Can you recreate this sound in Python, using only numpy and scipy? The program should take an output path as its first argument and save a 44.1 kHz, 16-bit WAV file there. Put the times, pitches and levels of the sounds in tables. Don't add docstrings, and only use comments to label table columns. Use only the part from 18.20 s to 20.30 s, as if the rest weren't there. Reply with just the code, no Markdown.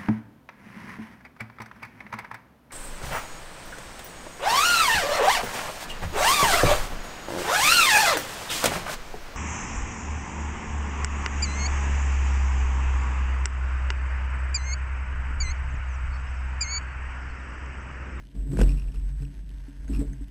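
import sys
import numpy as np
from scipy import signal
from scipy.fft import rfft, irfft, next_fast_len
from scipy.io import wavfile
from scipy.ndimage import uniform_filter1d

SR = 44100
rng = np.random.default_rng(int(sys.argv[2]) if len(sys.argv) > 2 else 0)


def wrap_up_sound(samples):
    columns = np.atleast_2d(samples).T
    tamed = np.clip(columns, -1, 1)
    steps = np.round(tamed * 32767).astype(np.int16)
    wavfile.write(sys.argv[1], SR, steps)


N = 92610
TIME = np.arange(N) / SR

# (f/Hz, level/dB)
WIND_TONE = [(20, 1.5), (45, 8), (75, 1), (110, -13.5), (250, -19.5), (500, -38)]
# (f/Hz, level/dB)
FLOW_LEVEL = [(0, -63), (.08, -66.5), (.12, -74), (.14, -69), (.16, -67.5), (.28, -63), (.7, -66.5),
              (.95, -62), (1.22, -65.5), (1.55, -60.5), (1.88, -65), (2.1, -67)]
FLOW_TONE = [(400, -3.5), (670, 3.5), (760, -4.5), (900, 3), (1200, -4.5), (1400, -1.5), (1580, 4.5),
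             (2250, -3), (2500, -5), (3900, -11), (5200, -8.5), (5900, -11.5), (6350, -7), (6900, -18.5),
             (9000, -20), (9700, -13), (11000, -15.5), (12500, -17)]
# (f/Hz, level/dB)
DECK_DROPS = [(0.023, -55), (0.039, -59), (.052, -53), (0.07, -50.5), (.088, -57), (1.1422, -49),
              (1.15, -52.5), (1.2921, -46.5), (1.305, -52.5), (1.384, -53.5), (2.042, -49.5), (2.083, -49)]
DROP_TONE = [(1200, -10), (3000, 6.5), (4500, -3), (8000, -12.5), (12500, -9)]
# (f/Hz, level/dB)
BLADE_SPLASHES = [(0.154, -65, .008, 0.23), (0.317, -55.5, 0.0086, 0.094), (0.412, -42, 0.058, 0.07),
                  (.5, -55, .1, 0.34), (0.746, -56.5, 0.0091, 0.058), (1.03, -62, 0.15, 0.05),
                  (1.688, -58, 0.01, 0.059), (1.743, -52.5, 0.062, 0.15), (1.812, -55.5, 0.035, 0.026)]
SPLASH_TONE = [(400, 4.5), (700, -6), (1100, 0), (1700, -2.5), (2700, -8.5), (4200, -8), (6000, -13.5),
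               (9500, -15), (12500, -14.5)]
# (f/Hz, level/dB, ring/s)
RIGGING_CLINKS = [(1.6795, -45.5), (1.9315, -45.5), (2.01, -57)]
RIGGING_NOTES = [(1572, 0, 0.03), (1700, -7, 0.028), (1950, -8, .025), (6360, -9, 0.029),
                 (9950, -12.5, .018)]
# (f/Hz, level/dB, ring/s)
FITTING_TICKS = [(.373, -45.5), (.383, -44.5), (.387, -43), (.421, -42), (.433, -41), (.439, -52),
                 (.4922, -41.5), (.504, -45), (.518, -45), (.526, -58), (.574, -49), (.586, -49.5),
                 (.5975, -46.5), (.611, -62), (.619, -53), (.6414, -57), (.6833, -56.5), (.7197, -53),
                 (.726, -65), (.7421, -56.5), (.7581, -51), (.796, -55), (1.0215, -52.5), (1.0509, -52),
                 (1.7354, -47.5), (1.7479, -45.5), (1.7615, -45), (1.771, -46), (1.7928, -49)]
FITTING_NOTES = [(2474, 0, 0.018), (2774, -0.5, 0.015), (5400, -2, 0.012), (7880, -14, 0.017),
                 (10600, -7.5, 0.01)]
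# (t/s, level/dB)
BOOM_LEVEL = [(0.0, -44), (0.03, -41), (0.12, -53.5), (0.19, -27.5), (0.35, -34.5), (0.41, -14.5),
              (0.44, -14.5), (0.6, -28), (0.69, -27.5), (0.72, -37.5), (0.77, -27.5), (0.99, -32),
              (1.03, -27), (1.14, -43.5), (1.2, -33), (1.23, -40.5), (1.37, -34), (1.53, -46),
              (1.61, -35.5), (1.7, -31.5), (1.74, -22), (1.8, -24), (1.85, -35), (1.88, -30), (1.9, -28.5),
              (1.94, -44), (2.03, -34.5), (2.1, -44.5)]
# (f/Hz, level/dB, ring/s)
HULL_NOTES = [(136.74, 10.5, 0.4), (166.7, -7, 0.28), (196, 2.5, 0.091), (269.6, -2, 0.15),
              (281.1, -0.5, 0.25), (356.1, -7.5, 0.12), (434.7, -5.5, 0.16), (499, -11.5, 0.19),
              (594.4, -10.5, 0.033), (663.6, -15, 0.29), (890, -15.5, 0.023)]
# (t/s, level/dB)
LOW_RUMBLE = [(0, -54), (.13, -56), (.155, -43), (.25, -47), (.3, -34), (.42, -29), (.54, -32), (.63, -44),
              (.84, -48), (.93, -39), (.98, -47), (1.03, -45.5), (1.19, -48), (1.57, -52), (1.68, -49),
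              (1.81, -32.5), (1.86, -44), (1.92, -38.5), (2.1, -55)]
MID_RUMBLE = [(0, -56), (.135, -56.5), (.155, -41), (.22, -44.5), (.3, -40), (.335, -30.5), (.41, -40.5),
              (.5, -36), (.63, -51.5), (.76, -48), (.97, -60), (1.03, -44), (1.25, -57.5), (1.32, -54),
              (1.42, -59.5), (1.58, -58), (1.62, -50.5), (1.67, -52.5), (1.72, -30.5), (1.76, -39),
              (1.81, -28.5), (1.88, -49.5), (1.92, -41), (1.99, -55), (2.1, -56.5)]
UPPER_RUMBLE = [(0, -68.5), (.135, -69.5), (.155, -53), (.23, -57.5), (.3, -52), (.335, -57), (.42, -38.5),
                (.48, -47.5), (.62, -65), (.7, -55), (.75, -101), (.8, -68), (.99, -73), (1.02, -57),
                (1.1, -71), (1.45, -71), (1.67, -64), (1.7, -48.5), (1.77, -55), (1.82, -42), (1.88, -60),
                (2, -66), (2.1, -95)]
# (t/s, level/dB, favoured f/Hz)
HULL_KNOCKS = [(.148, -33.5, 214), (.29, -37, 148), (.331, -21.5, 350), (0.3904, -15, 180.8),
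               (.742, -43, 450), (1.003, -37, 140), (1.02, -38.5, 399), (1.301, -43, 326),
               (1.482, -35, 309), (1.609, -44, 350), (1.697, -28, 294), (1.79, -29, 258), (1.815, -26, 408),
               (1.915, -36.5, 214), (2.01, -34, 304)]
# (t/s, crack level/dB, crack fade/s, thud level/dB)
OAR_HITS = [(0.337, -56, 0.014, -34.5), (0.349, -49, .012, -48), (0.3713, -35, 0.0064, -31),
            (.3897, -33.5, 0.059, -20), (0.3945, -34, 0.018, -25.5), (0.4044, -29, 0.022, -29.5),
            (0.4139, -25.5, 0.012, -17), (.416, -24, 0.02, -29.5), (0.431, -38, 0.022, -46)]
# (f/Hz, level/dB)
CRACK_TONE = [(350, 6), (680, 2), (880, -2), (1250, -4), (1530, 2), (2000, -9.5), (2550, -5.5), (4100, -22),
              (5400, -11.5), (6800, -17.5), (8000, -22), (9500, -18), (12500, -29)]
# (f/Hz, level/dB, ring/s)
RIGGER_NOTES = [(234.6, 0.5, .1), (251, -4, 0.26), (332, -6, 0.15), (372.5, -4.5, 0.078),
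                (432.4, -6.5, .11), (470, -8, 0.071), (498, -9.5, 0.098), (600, -29, 0.094),
                (765, -21, .06), (828, -27, 0.081), (1480, -22, 0.034)]
# (f/Hz, level/dB)
SIZZLE_PITCHES = [(8013, 4.5), (12060, -7.5)]


def from_db(db):
    return 10 ** (np.asarray(db) / 20)


def unit_level(x):
    return x / np.sqrt(np.mean(x ** 2) + 1e-20)


def curve(points):
    return np.interp(TIME, *np.transpose(points))


def filtered(x, hz, kind="low", order=2):
    return signal.sosfilt(signal.butter(order, hz, kind, fs=SR, output="sos"), x)


def drift(rate_hz):
    step, warm_up = 40, 2000
    r = np.exp(-2 * np.pi * rate_hz * step / SR)
    noise = rng.standard_normal(N // step + warm_up + 2)
    slow = signal.lfilter([1], [1, -2 * r, r * r], noise)[warm_up:]
    return np.interp(np.arange(N) / step, np.arange(len(slow)), unit_level(slow))


def ring(x, hz, ring_s):
    r = from_db(-60 / (ring_s * SR))
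    angle = 2 * np.pi * hz / SR
    return signal.lfilter([0, np.sin(angle)], [1, -2 * r * np.cos(angle), r * r], x + 1e-18)


def shape_tone(x, tone):
    size = 2 * next_fast_len(N)
    hz, db = np.transpose(tone)
    f = np.maximum(np.arange(size // 2 + 1) * SR / size, 1)
    gain = from_db(np.interp(np.log(f), np.log(hz), db))
    gain /= np.hypot(1, (hz[0] / f) ** 2 / 2) * np.hypot(1, (f / hz[-1]) ** 4 / 2)
    folded = irfft(np.log(unit_level(gain) + 1e-9))
    folded[1:size // 2] *= 2
    folded[size // 2 + 1:] = 0
    return irfft(rfft(x, size) * np.exp(rfft(folded)))[:N]


def burst(start, fade_s):
    age = TIME - start
    return rng.standard_normal(N) * (age >= 0) * from_db(-60 * np.maximum(age, 0) / fade_s)


def crackle(per_s, spread_db):
    sizes = from_db(spread_db * np.minimum(rng.exponential(1, N), 4)) * rng.choice([-1, 1], N)
    return unit_level(sizes * (rng.random(N) < per_s / SR))


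def clicks(times, gains):
    out = np.zeros(N)
    np.add.at(out, np.clip((times * SR).astype(int), 0, N - 1), gains)
    return out


def follow_boom(amount):
    boom_db = curve(BOOM_LEVEL)
    return from_db(amount * (boom_db - boom_db.mean()))


def wind():
    return from_db(-42) * follow_boom(0.88) * shape_tone(rng.standard_normal(N), WIND_TONE)


def water():
    flow = from_db(curve(FLOW_LEVEL) + 2.1 * drift(rate_hz=20))
    fizz = shape_tone(flow * crackle(per_s=7000, spread_db=5), FLOW_TONE)
    drops = sum(from_db(db) * burst(t, fade_s=0.0074) for t, db in DECK_DROPS)
    spray = from_db(-73) * crackle(per_s=250, spread_db=2.5)
    return fizz + shape_tone(drops + spray, DROP_TONE)


def splashes():
    swell = sum(from_db(db - 20 * np.maximum((t - TIME) / rise, (TIME - t) / fall))
                for t, db, rise, fall in BLADE_SPLASHES)
    return shape_tone(swell * crackle(per_s=3500, spread_db=4), SPLASH_TONE)


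def fitting_chatter():
    touches = from_db(-76) * follow_boom(0.79) * crackle(per_s=110, spread_db=3)
    return sum(from_db(db) * np.sqrt(np.log(1000) / (ring_s * SR)) * ring(touches, hz, ring_s)
               for hz, db, ring_s in FITTING_NOTES)


def small_part_taps(taps, notes, gain_db, scatter_db, grit, pitch_spread):
    out = 0
    for t, db in taps:
        touch = clicks(np.array([t]), 1) + grit * burst(t, fade_s=0.012)
        tuning = 1 + pitch_spread * rng.standard_normal()
        for k, (hz, note_db, ring_s) in enumerate(notes):
            strength = from_db(gain_db + db + note_db + scatter_db * rng.standard_normal())
            out += (-1) ** k * strength * ring(touch, hz * tuning, ring_s)
    return out


def hull_boom(pitch_hz=47.53, wander_hz=1.53):
    phase = 2 * np.pi * np.cumsum(pitch_hz + wander_hz * drift(rate_hz=5.68)) / SR
    return np.sqrt(2) * from_db(curve(BOOM_LEVEL)) * np.sin(phase)


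def hull_rumble(smooth_s=0.0402):
    out = 0
    for level, gain_db, low_hz, high_hz in (
            (LOW_RUMBLE, -1, 90, 175), (MID_RUMBLE, -1.5, 175, 390), (UPPER_RUMBLE, -4, 390, 900)):
        notes = sum(from_db(db) * unit_level(ring(rng.standard_normal(N + SR), hz, ring_s))
                    for hz, db, ring_s in HULL_NOTES if low_hz <= hz < high_hz)
        band = filtered(notes, [low_hz * 0.88, high_hz * 1.014], "band")[SR:]
        power = np.abs(uniform_filter1d(band ** 2, int(smooth_s * SR)))
        steady = band / np.sqrt(power + 1e-20)
        out += from_db(curve(level) + gain_db) * steady
    return out


def hull_knocks(width_octaves=0.15):
    times, db, favoured_hz = np.transpose(HULL_KNOCKS)
    out = 0
    for hz, note_db, ring_s in HULL_NOTES:
        share = 1 / (1 + (np.log2(hz / favoured_hz) / width_octaves) ** 4)
        blows = clicks(times, from_db(db + note_db) * share)
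        out -= filtered(ring(blows, hz, ring_s), hz * 1.42)
    return out


def oarlocks(snap_gain_db=12, thud_gain_db=-4.5):
    times, crack_db, _, thud_db = np.transpose(OAR_HITS)
    snap = clicks(times, from_db(crack_db + snap_gain_db))
    grind = sum(from_db(db) * burst(t, fade_s) for t, db, fade_s, _ in OAR_HITS)
    crack = shape_tone(snap + grind, CRACK_TONE)
    blows = clicks(times, from_db(thud_db + thud_gain_db))
    thud = sum(from_db(db) * filtered(ring(blows, hz, ring_s), hz / 2, "high", order=1)
               for hz, db, ring_s in RIGGER_NOTES)
    return -(crack + thud)


def scene():
    hull = hull_boom() + hull_rumble() + hull_knocks()
    ticks = small_part_taps(FITTING_TICKS, FITTING_NOTES,
                            gain_db=-0.5, scatter_db=1.15, grit=0.14, pitch_spread=0.024)
    clinks = small_part_taps(RIGGING_CLINKS, RIGGING_NOTES,
                             gain_db=-1.5, scatter_db=4.5, grit=0.15, pitch_spread=0.0075)
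    return (hull + oarlocks() + ticks + fitting_chatter() + clinks + splashes() + water() + wind())[None]


def record(dry, bass_hz=890, cutoff_hz=12800):
    bass_slope = np.diff(filtered(dry, bass_hz), prepend=0)
    mirrors = sum(from_db(db) * np.cos(2 * np.pi * hz * TIME) for hz, db in SIZZLE_PITCHES)
    steep_cut = signal.ellip(12, .2, 80, cutoff_hz, fs=SR, output="sos")
    return signal.sosfilt(steep_cut, dry + bass_slope * mirrors)


dry = scene()
out = record(dry)
wrap_up_sound(out)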